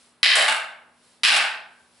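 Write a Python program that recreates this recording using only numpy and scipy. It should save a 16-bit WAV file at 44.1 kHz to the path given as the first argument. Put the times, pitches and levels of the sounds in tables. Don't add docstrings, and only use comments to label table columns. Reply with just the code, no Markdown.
import sys
import numpy as np
from scipy import signal
from scipy.fft import rfft, irfft
from scipy.io import wavfile
from scipy.ndimage import uniform_filter1d

SR = 44100
rng = np.random.default_rng(int(sys.argv[2]) if len(sys.argv) > 2 else 0)


def digitize_waveform(pressure):
    field = np.atleast_2d(pressure).T
    bounded = np.clip(field, -1, 1)
    quanta = np.round(bounded * 32767).astype(np.int16)
    wavfile.write(sys.argv[1], SR, quanta)


def amplitude_ratio(level_db):
    exponent = np.asarray(level_db, float) / 20
    return 10 ** exponent


N = 88200

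# frequency in Hz, likeness from 0 to 1.
NOISE_LIKENESS = [(60, 0.93), (220, 0.56), (840, 1), (3140, 0.58), (11800, 0.78)]


def sticks():
    # start in seconds, then ring, crack, knock and direct sound in dB.
    blows = [
        [(.2304, 6, -6.5, -29, 7), (.2579, -18, -21, -19, 16)],
        [(.3545, -14, -10, -12.5, 10)],
        [(1.2339, 4.5, -7.5, -27, 0), (1.3626, -36.5, -27, -34, 18.5)],
        [(.4808, -17.5, -21.5, -29.5, 9)],
        [(1.2738, -21, -15.5, -25, 3.5), (1.3117, -17.5, -19.5, -21.5, 2.5)],
    ]
    # frequency in Hz, level in dB, t60 in seconds.
    main_pairs = [
        [(1158, -12, 0.011), (1702, -3.5, .015), (2066, 0, 0.01), (2556, 0.5, 0.0064), (3090, 2, 0.013),
         (3910, 2, 0.0048), (4966, -1, 0.0025)],
        [(1065, -0.5, 0.017), (1670, 5, 0.005), (2025, 2, 0.018), (2850, -5.5, 0.012), (3560, -4.5, 0.0099),
         (3980, -3.5, 0.0065), (5240, -12.5, 0.0017)],
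        [(1147, -13.5, 0.011), (1552, -8.5, 0.023), (1825, -6.5, 0.0095), (2480, 0, 0.0052),
         (3140, -0.5, 0.0038), (3900, -1, 0.0035), (5130, -4.5, 0.0019)],
    ]
    # frequency in Hz, level in dB, t60 in seconds.
    side_pair = [(862, -5, 0.046), (1250, -0.5, 0.0109), (1568, 1, .02), (2180, 1, 0.012), (2810, 2, 0.014),
                 (3580, -1.5, 0.0071), (4500, -6.5, 0.0026)]
    # frequency in Hz, level in dB, t60 in seconds.
    far_pair = [(847, -7.5, .1), (1563, -6.5, 0.64), (853, -6, 0.03), (1233, -1, .012), (1519, 3.5, 0.018),
                (2230, 3, 0.0064), (2770, 3.5, 0.027), (3440, -3, 0.011), (4490, -9.5, 0.0035)]
    out = np.zeros((2, N))
    for modes, pair_blows in zip(main_pairs + [side_pair, far_pair], blows):
        for start_s, ring_db, crack_db, knock_db, direct_db in pair_blows:
            at = round(start_s * SR)
            source = clack(modes, ring_db, crack_db, knock_db)
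            heard = signal.fftconvolve(source[None], studio(direct_db), axes=1)
            out[:, at:] += heard[:, :N - at]
    return out


def clack(modes, ring_db, crack_db, knock_db):
    # frequency in Hz, level in dB, t60 in seconds.
    skin_modes = [(5830, -2.5, 0.00067), (7860, 2, 0.0016), (9180, -2, 0.0017), (10690, -5.5, 0.0022)]
    # frequency in Hz, level in dB, t60 in seconds.
    knock_modes = [(477, -9, 0.016), (636.6, 1, 0.027), (811, -1.5, 0.023)]
    blow_db = 19
    t = np.arange(16384) / SR
    body = amplitude_ratio(ring_db) * ring(modes, t)
    crack = amplitude_ratio(crack_db) * ring(skin_modes, t)
    knock = amplitude_ratio(knock_db) * ring(knock_modes, t)
    return amplitude_ratio(blow_db) * (body + crack + knock)


def ring(modes, t):
    total = 0
    for k, (hz, db, t60) in enumerate(modes):
        decay = amplitude_ratio(db - 60 * t / t60) / np.sqrt(t60 * SR)
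        total = total + (-1) ** k * decay * np.sin(2 * np.pi * hz * t)
    return total


def studio(direct_db):
    # frequency in Hz, t60 in seconds.
    reverberation = [(300, 0.65), (600, 0.65), (830, 0.63), (1200, 0.59), (1560, 0.62), (1900, .54),
                     (5000, 0.41), (10000, 0.35)]
    # frequency in Hz, likeness from 0 to 1.
    tail_likeness = [(60, 1), (170, 0.7), (500, 0.92), (1420, 0.68), (4090, 0.68), (11000, 0.84)]
    # delay in seconds, level in dB relative to the direct level.
    near_paths = [
        (0, -0.5),
        (.0035, -2.5),
        (.0115, -4.5),
    ]
    # delay in seconds, level in dB.
    wall_echoes = [
        (.016, 8),
        (.02, -7.5),
        (.028, -8.5),
        (.036, -6),
        (.042, -3.5),
    ]
    tail_db, build_s = 17, 0.022
    lump_db, lump_s, lump_fade_s = 3, 0.002, 0.22
    scatter_db, scatter_s = 2.5, 0.012
    bass_hz = 260
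    t = np.arange(N) / SR
    lumps = evened(uniform_filter1d(rng.standard_normal(N), max(round(lump_s * SR), 2)))
    wash = noise_pair(lambda hz, s: -60 * s / read(reverberation, hz), tail_likeness)
    wash = wash * amplitude_ratio(lump_db * lumps * np.exp(-t / lump_fade_s))
    tail = wash * (1 - np.exp(-t / build_s))
    scatter = wash * np.exp(-t / scatter_s)
    response = tail * amplitude_ratio(tail_db) / np.linalg.norm(tail[0])
    response += scatter * amplitude_ratio(scatter_db + direct_db) / np.linalg.norm(scatter[0])
    for delay_s, db in near_paths:
        response[:, round(delay_s * SR)] += amplitude_ratio(db + direct_db)
    for delay_s, db in wall_echoes:
        response[:, round(delay_s * SR)] += amplitude_ratio(db)
    return signal.lfilter(*signal.butter(2, bass_hz, "high", fs=SR), response)


def panel():
    # start in seconds, length in seconds, frequency in Hz, level in dB.
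    drones = [
        (0.358, 0.16, 248, -48.5),
        (1.282, 0.09, 243, -42),
    ]
    rise_s, fall_s, beat_hz, beat_depth = 0.033, 0.03, 8, 0.5
    t = np.arange(N) / SR
    total = 0
    for start_s, length_s, hz, db in drones:
        swell = np.clip((t - start_s) / rise_s, 0, 1)
        fall = np.exp(-np.maximum(t - start_s - length_s, 0) / fall_s)
        beat = 1 + beat_depth * np.sin(2 * np.pi * beat_hz * (t - start_s))
        total = total + amplitude_ratio(db + 5) * swell * fall * beat * np.sin(2 * np.pi * hz * t)
    return total


def swishes():
    # centre in seconds, half length in seconds, level in dB.
    strokes = [
        (0.013, 0.12, -58),
        (1.093, .12, -60),
        (1.82, 0.15, -64.5),
        (1.99, 0.061, -61.5),
    ]
    # frequency in Hz, density in dB per Hz.
    turbulence = [(300, -20), (1500, -4), (4000, 0), (8000, -2), (11000, -5)]
    t = np.arange(N) / SR
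    swell = sum(amplitude_ratio(db) * np.exp(-((t - centre_s) / half_s) ** 2) for centre_s, half_s, db in strokes)
    return swell * evened(noise_pair(lambda hz, s: read(turbulence, hz) + 0 * s, NOISE_LIKENESS))


def hiss():
    # frequency in Hz, density in dB per Hz.
    hiss_spectrum = [(30, -11.5), (60, -0.5), (200, 2), (400, -0.5), (1000, -5), (3000, -13.5),
                     (6000, -19.5), (11000, -20)]
    hiss_db = -61.5
    white = noise_pair(lambda hz, s: 0 * hz * s, NOISE_LIKENESS)
    return amplitude_ratio(hiss_db) * evened(coloured(white, hiss_spectrum))


def hum():
    # frequency in Hz, level in dB.
    hum_tones = [(120, -93), (180, -78.5), (240, -73), (378, -87.5)]
    t = np.arange(N) / SR
    return sum(amplitude_ratio(db + 10) * np.sin(2 * np.pi * (hz * t + rng.random())) for hz, db in hum_tones)


def coloured(x, points):
    return irfft(rfft(x) * amplitude_ratio(read(points, np.fft.rfftfreq(N, 1 / SR))), N)


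def noise_pair(field_db, likeness):
    frames, hz = N // 128 + 5, np.fft.rfftfreq(512, 1 / SR)[:, None]
    a, b, c, d = rng.standard_normal((frames, 257, 4)).T
    share = np.clip(read(likeness, hz), 0, 1)
    mid = (a + 1j * b) * np.sqrt(1 + share)
    side = (c + 1j * d) * np.sqrt(1 - share)
    field = amplitude_ratio(field_db(hz, np.arange(frames) * 128 / SR))
    spectra = np.array([mid + side, mid - side]) * field
    return signal.istft(spectra, nperseg=512, noverlap=384)[1][:, :N]


def read(points, hz):
    f, value = np.transpose(points)
    return np.interp(np.log(hz + 1), np.log(f + 1), value)


def evened(x):
    return x / np.sqrt(np.mean(x ** 2) + 1e-20)


def scene():
    return sticks() + panel() + swishes() + hiss() + hum()


def microphone(x):
    # frequency in Hz, gain in dB.
    capsule = [(200, -7.5), (1000, 0.5), (5300, 1.5), (6500, -4), (7600, 0.5), (10800, 5)]
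    log_gain = np.log(amplitude_ratio(read(capsule, np.fft.rfftfreq(4096, 1 / SR))))
    mirrored = np.r_[log_gain, log_gain[-2:0:-1]]
    taps = irfft(np.exp(np.conj(signal.hilbert(mirrored)))[:2049])
    return signal.oaconvolve(x, taps[None, :1024], axes=1)[:, :N]


def held(x, window_s):
    recover_db_per_s = 136
    power = uniform_filter1d((x ** 2).mean(0), max(round(window_s * SR), 2))
    power_db = 10 * np.log10(abs(power) + 1e-12)
    fall = np.arange(N) * recover_db_per_s / SR
    return np.maximum.accumulate(power_db + fall) - fall


def limiter(x):
    ceiling_db, knee_db, squeeze = -16, 3, 0.96
    sense_s, snap_s, snap_db = 0.042, 0.003, 8
    level_db = np.minimum(held(x, sense_s), held(x, snap_s) + snap_db)
    over_db = knee_db * np.logaddexp(0, (level_db - ceiling_db) / knee_db)
    return x / amplitude_ratio(squeeze * uniform_filter1d(over_db, 64))


def top_cut(x):
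    return signal.sosfilt(signal.butter(12, 12360, fs=SR, output="sos"), x)


def record(dry):
    clip, bend_db, bend_hz, edge_hz = 0.8, -32.5, 150, 11050
    x = limiter(microphone(dry))
    x = clip * np.tanh(x / clip)
    flutter = signal.lfilter(*signal.butter(1, [15, bend_hz], "band", fs=SR), x.mean(0) ** 2)
    x = x + amplitude_ratio(bend_db) * flutter
    band_limit = signal.firwin(255, edge_hz, window=("kaiser", 4), fs=SR)
    x = signal.oaconvolve(x, band_limit[None], "same")
    return top_cut(x)


dry = scene()
out = record(dry)
digitize_waveform(out)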